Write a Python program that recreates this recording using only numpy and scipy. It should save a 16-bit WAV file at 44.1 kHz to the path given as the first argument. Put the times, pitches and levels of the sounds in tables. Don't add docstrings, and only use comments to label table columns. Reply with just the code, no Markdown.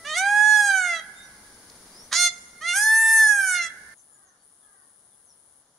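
import sys
import numpy as np
from scipy import signal
from scipy.fft import rfft, irfft, next_fast_len
from scipy.io import wavfile
from scipy.ndimage import map_coordinates

SR = 44100
rng = np.random.default_rng(int(sys.argv[2]) if len(sys.argv) > 2 else 0)


def generate_wav(signal):
    frames = np.transpose(np.atleast_2d(signal))
    scaled = np.clip(frames, -1, 1) * 32767
    pcm = np.round(scaled).astype(np.int16)
    wavfile.write(sys.argv[1], SR, pcm)


N = 254898
TOP_HZ = 15750


def amp(db):
    return 10 ** (np.asarray(db) / 20)


def unit(x):
    return x / np.sqrt(np.mean(x ** 2) + 1e-20)


def along(points, hz):
    f, value = np.transpose(points)
    return np.interp(np.log(hz + 1), np.log(f + 1), value)


def curves(rows, t):
    s, *columns = np.transpose(rows)
    return [np.interp(t, s, column) for column in columns]


def wobble(rate, size):
    knots = rng.standard_normal(8192)
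    return map_coordinates(knots, [np.arange(size) * rate / SR], mode="wrap")


def filtered(x, response):
    size = x.shape[-1]
    padded = next_fast_len(size + SR // 2)
    spectrum = rfft(x, padded) * response(np.fft.rfftfreq(padded, 1 / SR))
    return irfft(spectrum, padded)[..., :size]


def add(track, s, sound):
    part = track[max(0, round(s * SR)):][:len(sound)]
    part += sound[:len(part)]


def rush(spectrum, alike):
    def mid_and_side(hz):
        turn = np.arccos(np.clip(along(alike, hz), -1, 1)) / 2
        return amp(along(spectrum, hz)) * [np.cos(turn), np.sin(turn)]

    mid, side = filtered(rng.standard_normal((2, N)), mid_and_side)
    return unit(np.array([mid + side, mid - side]))


def reverb(x, decay):
    hz, t, z = signal.stft(rng.standard_normal((2, 2 * SR)), SR, nperseg=256)
    dying = z * amp(-60 * t / along(decay, hz)[:, None])
    tail = signal.istft(dying, SR, nperseg=256)[1]
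    return signal.fftconvolve(x[None], tail / np.linalg.norm(tail[0]), axes=1)[:, :N]


# [f/Hz, relative level/dB per Hz]
LOUDER_AIR_COLOUR = [(25, -6.5), (70, -3), (140, -6.5), (200, 0.5), (300, -5.5), (450, -5.5), (750, -8),
                     (2000, -10.5), (2900, -16.5), (4900, -9.5), (6500, -11), (9700, -11.5), (11200, -21.5),
                     (15000, -23)]
# [f/Hz, relative level/dB per Hz]
FAINTER_AIR_COLOUR = [(25, -20.5), (70, -11), (150, -9.5), (400, -11), (750, -11), (1700, -14),
                      (2400, -23.5), (3300, -19), (5000, -18.5), (7400, -12.5), (9600, -30), (15000, -36)]
# [f/Hz, likeness 0-1]
AIR_LIKENESS = [(30, 1), (150, 1), (400, .92), (900, 1), (2000, 0.096), (8000, 0.038)]
# [t/s, level/dB]
AIR_COURSE = [(0, -59), (.8, -62.5), (2.0, -58.5), (2.3, -63.5), (3.9, -63.5)]


def louder_air(t):
    return amp(curves(AIR_COURSE, t)[0] + 8) * rush(LOUDER_AIR_COLOUR, AIR_LIKENESS)


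def fainter_air():
    return amp(-65.5) * rush(FAINTER_AIR_COLOUR, AIR_LIKENESS)


# [f/Hz, level/dB at t = 0]
RINGING_PARTIALS = [(661.5, -56.5), (1323, -52.5), (1987, -48)]


def lingering_honk(t60=1.9):
    t = np.arange(N) / SR
    ring = np.zeros(N)
    for hz, db in RINGING_PARTIALS:
        level_db = db - 60 * t / t60 + 1.4 * wobble(25.8, N)
        ring += amp(level_db) * np.sin(2 * np.pi * hz * t)
    return ring


STROKE_HZ = 145
RAMP_S, FADE_DB_PER_S = 0.0401, 0.64
REST_DB = -64
# [f/Hz, relative level/dB per Hz]
WING_RESONANCE = [(6000, -50), (8000, -15), (8900, -22.5), (9500, -6.5), (10000, -4), (10350, -10.5),
                  (10700, -21.5), (11200, -34.5), (12400, -34.5), (13000, -42), (15500, -39)]
# [start t/s, end t/s, starting level/dB before the side gains]
BOUTS = [(-.1, 4.26, -53), (4.42, 5.63, -56)]


def cricket(sharpness=3, depth=0.42):
    t = np.arange(N) / SR
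    stroke = np.sin(2 * np.pi * (STROKE_HZ * t + 0.1 * wobble(2.7, N)))
    scrape = 1 + depth * np.tanh(sharpness * stroke)
    song = np.zeros(N)
    for start, end, db in BOUTS:
        edges = np.clip(np.minimum(t - start, end - t) / RAMP_S + .5, 0, 1)
        song += amp(db - FADE_DB_PER_S * (t - start)) * edges
    buzz = unit(scrape * rush(WING_RESONANCE, [(10000, 0.13)]))
    side_gains = amp([[2], [-5.5]])
    return np.maximum(song, amp(REST_DB)) * buzz * side_gains


EDGE_S = .008


def span(start, end):
    return np.arange(int((end - start + EDGE_S) * SR)) / SR + start - EDGE_S / 2


def scoop(age, note_hz, scoop_hz, scoop_s):
    return note_hz - scoop_hz * np.clip(1 - age / scoop_s, 0, 1) ** 2


JUMP_SHARE, JUMP_S = .413, 0.037
BLOOM_S = 0.17
HELD_ROUGH, ONSET_ROUGH, BREAK_ROUGH, FALL_ROUGH_PER_S = 0.033, 0.15, .18, .18
ONSET_S, BREAK_S = 0.039, .033
# [start t/s, end t/s, low note f/Hz, scoop/Hz, scoop/s, break t/s, top f/Hz, climb/s,
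#  fall t/s, sag/Hz per s, bend into the fall/s, easing of the sag/per s]
WAIL_SHAPES = [(.048, 1.0, 615.9, 61.4, .064, .135, 867, .155, .566, 517.8, .048, 0.017),
               (2.61, 3.685, 701.5, 104.1, .085, 2.729, 898.2, .096, 3.205, 588.2, .04, .33)]


def wail(shape, bloom_db):
    (start, end, low_hz, scoop_hz, scoop_s, break_at,
     top_hz, climb_s, fall_at, sag, bend_s, ease) = shape
    t = span(start, end)
    since = np.maximum(t - break_at, 0)
    jump = 1 - np.exp(-since / JUMP_S)
    climb = 1 - np.exp(-since / climb_s)
    rise = JUMP_SHARE * jump + (1 - JUMP_SHARE) * climb
    falling = bend_s * np.logaddexp(0, (t - fall_at) / bend_s)
    pitch = scoop(t - start, low_hz, scoop_hz, scoop_s) + (top_hz - low_hz) * rise
    pitch = pitch - sag * falling * (1 - ease * falling)
    crack = since / BREAK_S * np.exp(1 - since / BREAK_S)
    rough = HELD_ROUGH + ONSET_ROUGH * np.exp((start - t) / ONSET_S)
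    rough = rough + BREAK_ROUGH * crack + FALL_ROUGH_PER_S * falling
    return t, pitch, rough, -bloom_db * jump * np.exp(-since / BLOOM_S)


DROOP_HZ, DROOP_S = 26, 0.017
HONK_ROUGH, HONK_CLEARS_S = 0.06, 0.04
# [start t/s, end t/s, note f/Hz, scoop/Hz, scoop/s]
HONK_SHAPE = (2.115, 2.292, 706.3, 110, 0.087)


def honk():
    start, end, note_hz, scoop_hz, scoop_s = HONK_SHAPE
    t = span(start, end)
    droop = DROOP_HZ * np.exp((t - end) / DROOP_S)
    pitch = scoop(t - start, note_hz, scoop_hz, scoop_s) - droop
    rough = HONK_ROUGH + np.exp(-((t - start) / HONK_CLEARS_S) ** 2)
    return t, pitch, rough, 0


USUAL_PITCH_HZ = 781
REGISTER_WIDTH_HZ = 6.9
TWANG_HZ, TWANG_WIDTH_HZ, TWANG_DB = 3800, 620, 6
# [f/Hz, relative level/dB]
LOW_RESONANCES = [(560, -9), (730, -19.5), (800, -7), (900, -16), (1230, -3.5), (1390, -11), (1480, 1.5),
                  (1680, 5), (1790, -1.5), (1880, -6), (2060, -1), (2220, -10.5), (2400, -17.5),
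                  (2700, -29.5)]
# [f/Hz, relative level/dB per Hz]
BEAK_HISS = [(2000, -31), (4500, -18), (6300, -2), (8000, -1), (9500, -2), (11000, -10.5), (12500, -22),
             (15000, -32.5)]


def call(gesture, effort, throat, first_db, treble_db, tilt_db, dull_db, register_hz, scatter, shimmer,
         rasp_db, hiss_db, drift_db, waver, rolloff_db, spread_hz, gape, count=24):
    t, pitch, rough, second_db = gesture
    size = len(t)
    body_db, bright_db = curves(effort, t)
    rough = np.clip(rough, 0, 1)
    pitch = pitch * (1 + waver * wobble(76, size))
    phase = 2 * np.pi * (np.cumsum(pitch) / SR + scatter * rough * wobble(800, size))
    k = np.arange(count)[:, None] + 1
    hz = k * pitch
    low = k <= 3

    low_register = 1 / (1 + np.exp((pitch - register_hz) / REGISTER_WIDTH_HZ))
    slope_db = tilt_db - dull_db * low_register
    twang_db = TWANG_DB * low_register * np.exp(-((hz - TWANG_HZ) / TWANG_WIDTH_HZ) ** 2)
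    stretch = (pitch / USUAL_PITCH_HZ) ** gape
    drift = np.array([wobble(20, size) for _ in k])
    shape_db = along(throat, hz / stretch) + slope_db * np.log2(k) + twang_db + drift_db * drift
    shape_db = shape_db - rolloff_db * np.clip(k - 13, 0, 5)
    treble = amp(shape_db) * ~low * (hz < TOP_HZ)
    body = amp(along(LOW_RESONANCES, hz) + first_db * (k == 1) + second_db * (k == 2)) * low
    gain = amp(body_db) * body / np.linalg.norm(body, axis=0)
    gain = gain + amp(bright_db + treble_db) * treble / np.linalg.norm(treble, axis=0)

    lag = (hz / spread_hz) ** 2
    voice = np.sqrt(2) * np.sum(gain * np.cos(k * phase - lag), axis=0)
    voice = voice * (1 + shimmer * rough * wobble(500, size))

    beats = 1 + np.cos(phase)
    puffs = rng.standard_normal(size) * beats * amp(0.61 * wobble(300, size))
    rasp_colour = [(500, -34.5), (1000, -1.5), (1500, 5.5), (2000, 0.5)] + list(throat)
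    rasp = unit(filtered(puffs, lambda f: amp(along(rasp_colour, f))))
    breath = rng.standard_normal(size) * beats
    hiss = unit(filtered(breath, lambda f: amp(along(BEAK_HISS, f))))
    cry = voice + rough ** 2 * amp(bright_db + rasp_db) * rasp
    cry = cry + np.sqrt(rough) * amp(bright_db + hiss_db) * hiss

    gate = np.clip(np.minimum(t - t[0], t[-1] - t) / EDGE_S, 0, 1)
    track = np.zeros(N)
    add(track, t[0], gate * cry)
    return track


# [t/s, level of the three low partials/dB, level of the treble/dB]
EFFORT_FIRST = [(0.048, -38, -43), (0.074, -36, -36.5), (0.156, -29.5, -32), (0.172, -21.5, -29),
                (0.182, -25, -24.5), (0.236, -22, -39), (0.392, -16, -34.5), (0.562, -15, -29),
                (0.672, -20.5, -28.5), (0.74, -19, -34.5), (0.778, -19, -30.5), (0.816, -24, -34),
                (0.936, -24.5, -36.5), (0.962, -31, -33), (0.992, -36.5, -39), (1.0, -32.5, -35.5)]
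EFFORT_SHORT = [(2.115, -40.5, -47), (2.129, -34.5, -25.5), (2.149, -29, -22.5), (2.205, -22.5, -20.5),
                (2.271, -23.5, -19), (2.292, -32.5, -37.5)]
EFFORT_SECOND = [(2.61, -44.5, -50), (2.62, -38, -44.5), (2.66, -26.5, -39), (2.69, -25.5, -27),
                 (2.752, -25.5, -30), (2.762, -23.5, -23), (2.912, -17.5, -29), (3.156, -15, -24),
                 (3.312, -16, -27.5), (3.374, -21.5, -33.5), (3.498, -23, -27), (3.582, -25, -31.5),
                 (3.606, -24, -35.5), (3.626, -29, -30.5), (3.674, -33.5, -39.5), (3.685, -48, -46)]
# [f/Hz, relative level/dB]
THROAT_FIRST = [(2420, -9), (2760, -5.5), (3260, -3.5), (3880, -4.5), (4210, -12.5), (4740, -3),
                (5410, -14), (6100, 0.5), (7060, -3.5), (7280, -1), (8280, 0.5), (9580, -10), (10910, -15),
                (14480, -34)]
THROAT_SHORT = [(2800, -12), (3550, -3.5), (4260, -1.5), (4950, -5.0), (5700, -5), (6400, 0), (7100, -4.5),
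                (8500, -4), (9200, -11.5), (9890, -12), (10600, -20.5), (11410, -27.5), (15000, -41.5)]
THROAT_SECOND = [(2500, -22.5), (3200, -13.5), (3900, -22), (4350, -12.5), (4750, -17.5), (5250, -11),
                 (6300, -3), (7100, -7), (8200, -1.5), (8800, -11), (9650, -0.5), (10600, -7.5),
                 (11700, -15.5), (15300, -26.5)]


def peacock():
    first = call(wail(WAIL_SHAPES[0], bloom_db=17.5), EFFORT_FIRST, THROAT_FIRST,
                 first_db=1.5, treble_db=0, tilt_db=-0.5, dull_db=8, register_hz=687,
                 scatter=0.018, shimmer=.16, rasp_db=-5.5, hiss_db=-7, drift_db=2,
                 waver=0.0017, rolloff_db=0.8, spread_hz=1500, gape=0.14)
    short = call(honk(), EFFORT_SHORT, THROAT_SHORT,
                 first_db=-4.5, treble_db=0.55, tilt_db=-0.14, dull_db=6.5, register_hz=625,
                 scatter=0.03, shimmer=0.43, rasp_db=0.5, hiss_db=-14.5, drift_db=2.5,
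                 waver=0.0002, rolloff_db=-0.54, spread_hz=1900, gape=.06)
    second = call(wail(WAIL_SHAPES[1], bloom_db=12), EFFORT_SECOND, THROAT_SECOND,
                  first_db=-8.5, treble_db=-0.14, tilt_db=0.53, dull_db=12.5, register_hz=714,
                  scatter=.02, shimmer=0.31, rasp_db=-4.5, hiss_db=-10.5, drift_db=3.16,
                  waver=0.0011, rolloff_db=2.3, spread_hz=970, gape=.1)
    return first + amp(0.1) * short + amp(0.12) * second


# [delay t/s, gain]
NEAR_SURFACES_LEFT = [(.0031, 0.0082), (.0074, -0.047), (.0128, .06), (.023, 0.0098)]
NEAR_SURFACES_RIGHT = [(.0031, -0.013), (.0076, 0.00092), (.0132, .06), (.022, 0.015)]
# [delay t/s, level/dB]
WALL_ECHOES = [(.095, -23), (0.169, -36), (.25, -40), (0.336, -31.5), (0.521, -38), (0.877, -43.5)]
# [f/Hz, t60/s]
TREE_DECAY = [(500, 0.39), (1700, 1.75), (4000, 0.67), (8000, 1.2), (14000, 0.15)]
# [f/Hz, level/dB]
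SIDE_BALANCE = [(800, 0.5), (1400, -7), (1750, -4), (2100, -3.5), (2600, -1.5), (3600, 0.5), (4300, -9.5),
                (5500, -2), (6800, -6.5), (7800, 5), (8500, -2.5), (9300, 4.5), (10700, 18.5), (13000, -2)]


def surroundings(x, bush_db, tail_db):
    def comb(surfaces, hz):
        return sum(gain * np.exp(-2j * np.pi * hz * delay) for delay, gain in surfaces)

    def sides(hz):
        half_db = along(SIDE_BALANCE, hz) / 2
        return amp(np.array([half_db, -half_db]))

    near = x + filtered(x, lambda hz: np.array([comb(NEAR_SURFACES_LEFT, hz),
                                                comb(NEAR_SURFACES_RIGHT, hz)]))
    walls = [(delay, amp(db)) for delay, db in WALL_ECHOES]
    echoes = filtered(x, lambda hz: comb(walls, hz) / (1 + (hz / 2600) ** 2))
    bush_colour = [(700, -10.5), (1700, -6.5), (3000, 1.5), (5000, 2.5), (10000, 5.0)]
    scattered = reverb(x, [(1000, 0.28), (10000, 0.053)])
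    bushes = filtered(scattered, lambda hz: amp(along(bush_colour, hz)))
    heard = near + echoes + amp(bush_db) * bushes + amp(tail_db) * reverb(x, TREE_DECAY)
    return filtered(heard, lambda hz: sides(hz) / sides(hz).mean(axis=0))


# [t/s, length/s, start f/Hz, end f/Hz, peak level/dB before the ring]
BIRD_CHIRPS = [(1.139, 0.12, 3600, 3710, -51), (1.155, 0.062, 7130, 7440, -52),
               (1.217, .06, 6340, 5500, -56), (1.898, 0.19, 4400, 6360, -52),
               (3.965, 0.05, 6960, 5700, -58), (3.975, 0.061, 7340, 7200, -59),
               (4.11, 0.066, 7300, 6800, -60), (4.243, 0.07, 7000, 5800, -60.5),
               (4.37, 0.072, 4410, 4700, -73), (4.61, .05, 3730, 3150, -71), (4.758, .1, 4670, 4790, -75),
               (5.098, 0.065, 3730, 3280, -73), (5.249, 0.092, 6800, 4900, -62.5)]


def small_birds():
    track = np.zeros(N)
    for s, length, start_hz, end_hz, db in BIRD_CHIRPS:
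        u = np.linspace(0, 1, int(length * SR))
        hz = (start_hz + (end_hz - start_hz) * u) * (1 + .004 * wobble(250, len(u)))
        whistle = np.sin(2 * np.pi * np.cumsum(hz) / SR)
        add(track, s, amp(db) * np.sin(np.pi * u) * whistle)
    return track + amp(-0.5) * reverb(track, [(5000, 0.18)])


# [t/s, level/dB]
TICK_TIMES = [(1.5421, -45.5), (1.699, -35)]


def ticks(t60=0.023):
    track = np.zeros(N)
    t = np.arange(SR // 10) / SR
    colour = [(2000, -32), (4300, -1), (6000, -1.5), (12000, -20)]
    for s, db in TICK_TIMES:
        grain = unit(filtered(rng.standard_normal(len(t)), lambda hz: amp(along(colour, hz))))
        add(track, s, amp(db - 6.5 - 60 * t / t60) * grain)
    return track


# [f/Hz, relative level/dB]
DISTANT_THROAT = [(400, -14), (780, -4.5), (1170, 2), (1700, 3.5), (2300, -18)]
# [t/s, length/s, start f/Hz, end f/Hz, level/dB before the blur]
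DISTANT_CRIES = [(4.06, 0.31, 443, 329, -64.5), (4.6, 0.25, 438, 346, -62.5), (5.1, 0.122, 825, 777, -78),
                 (5.48, .08, 772, 730, -73.5)]


def far_calls(count=5):
    track = np.zeros(N)
    k = np.arange(count)[:, None] + 1
    for s, length, start_hz, end_hz, db in DISTANT_CRIES:
        u = np.linspace(0, 1, int(length * SR))
        pitch = (start_hz + (end_hz - start_hz) * u) * (1 + .018 * wobble(300, len(u)))
        partials = np.sin(2 * np.pi * k * np.cumsum(pitch) / SR)
        cry = np.sum(amp(along(DISTANT_THROAT, k * pitch)) * partials, axis=0)
        swell = np.sqrt(np.abs(np.sin(np.pi * u)))
        add(track, s, amp(db) * swell * unit(cry))
    return reverb(track, [(1000, 0.65)])


CUT_S = 3.945


def scene():
    t = np.arange(N) / SR
    calls = surroundings(peacock(), bush_db=-7.5, tail_db=-22.5) + lingering_honk()
    before_cut = np.clip((CUT_S - t) / 0.006, 0, 1)
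    garden = before_cut * (louder_air(t) + calls) + fainter_air()
    return garden + cricket() + small_birds() + ticks() + far_calls()


# [centre f/Hz, width/Hz of a single pass]
RESPONSE_GAPS = [(2590, 142), (7690, 590)]


def record(dry):
    def notch(hz):
        gaps = [(c * c - hz * hz) / (c * c - hz * hz + 1j * hz * w) for c, w in RESPONSE_GAPS]
        return np.prod(gaps, axis=0)

    return filtered(dry, lambda hz: notch(hz) ** 2 * (hz < TOP_HZ))


dry = scene()
out = record(dry)
generate_wav(out)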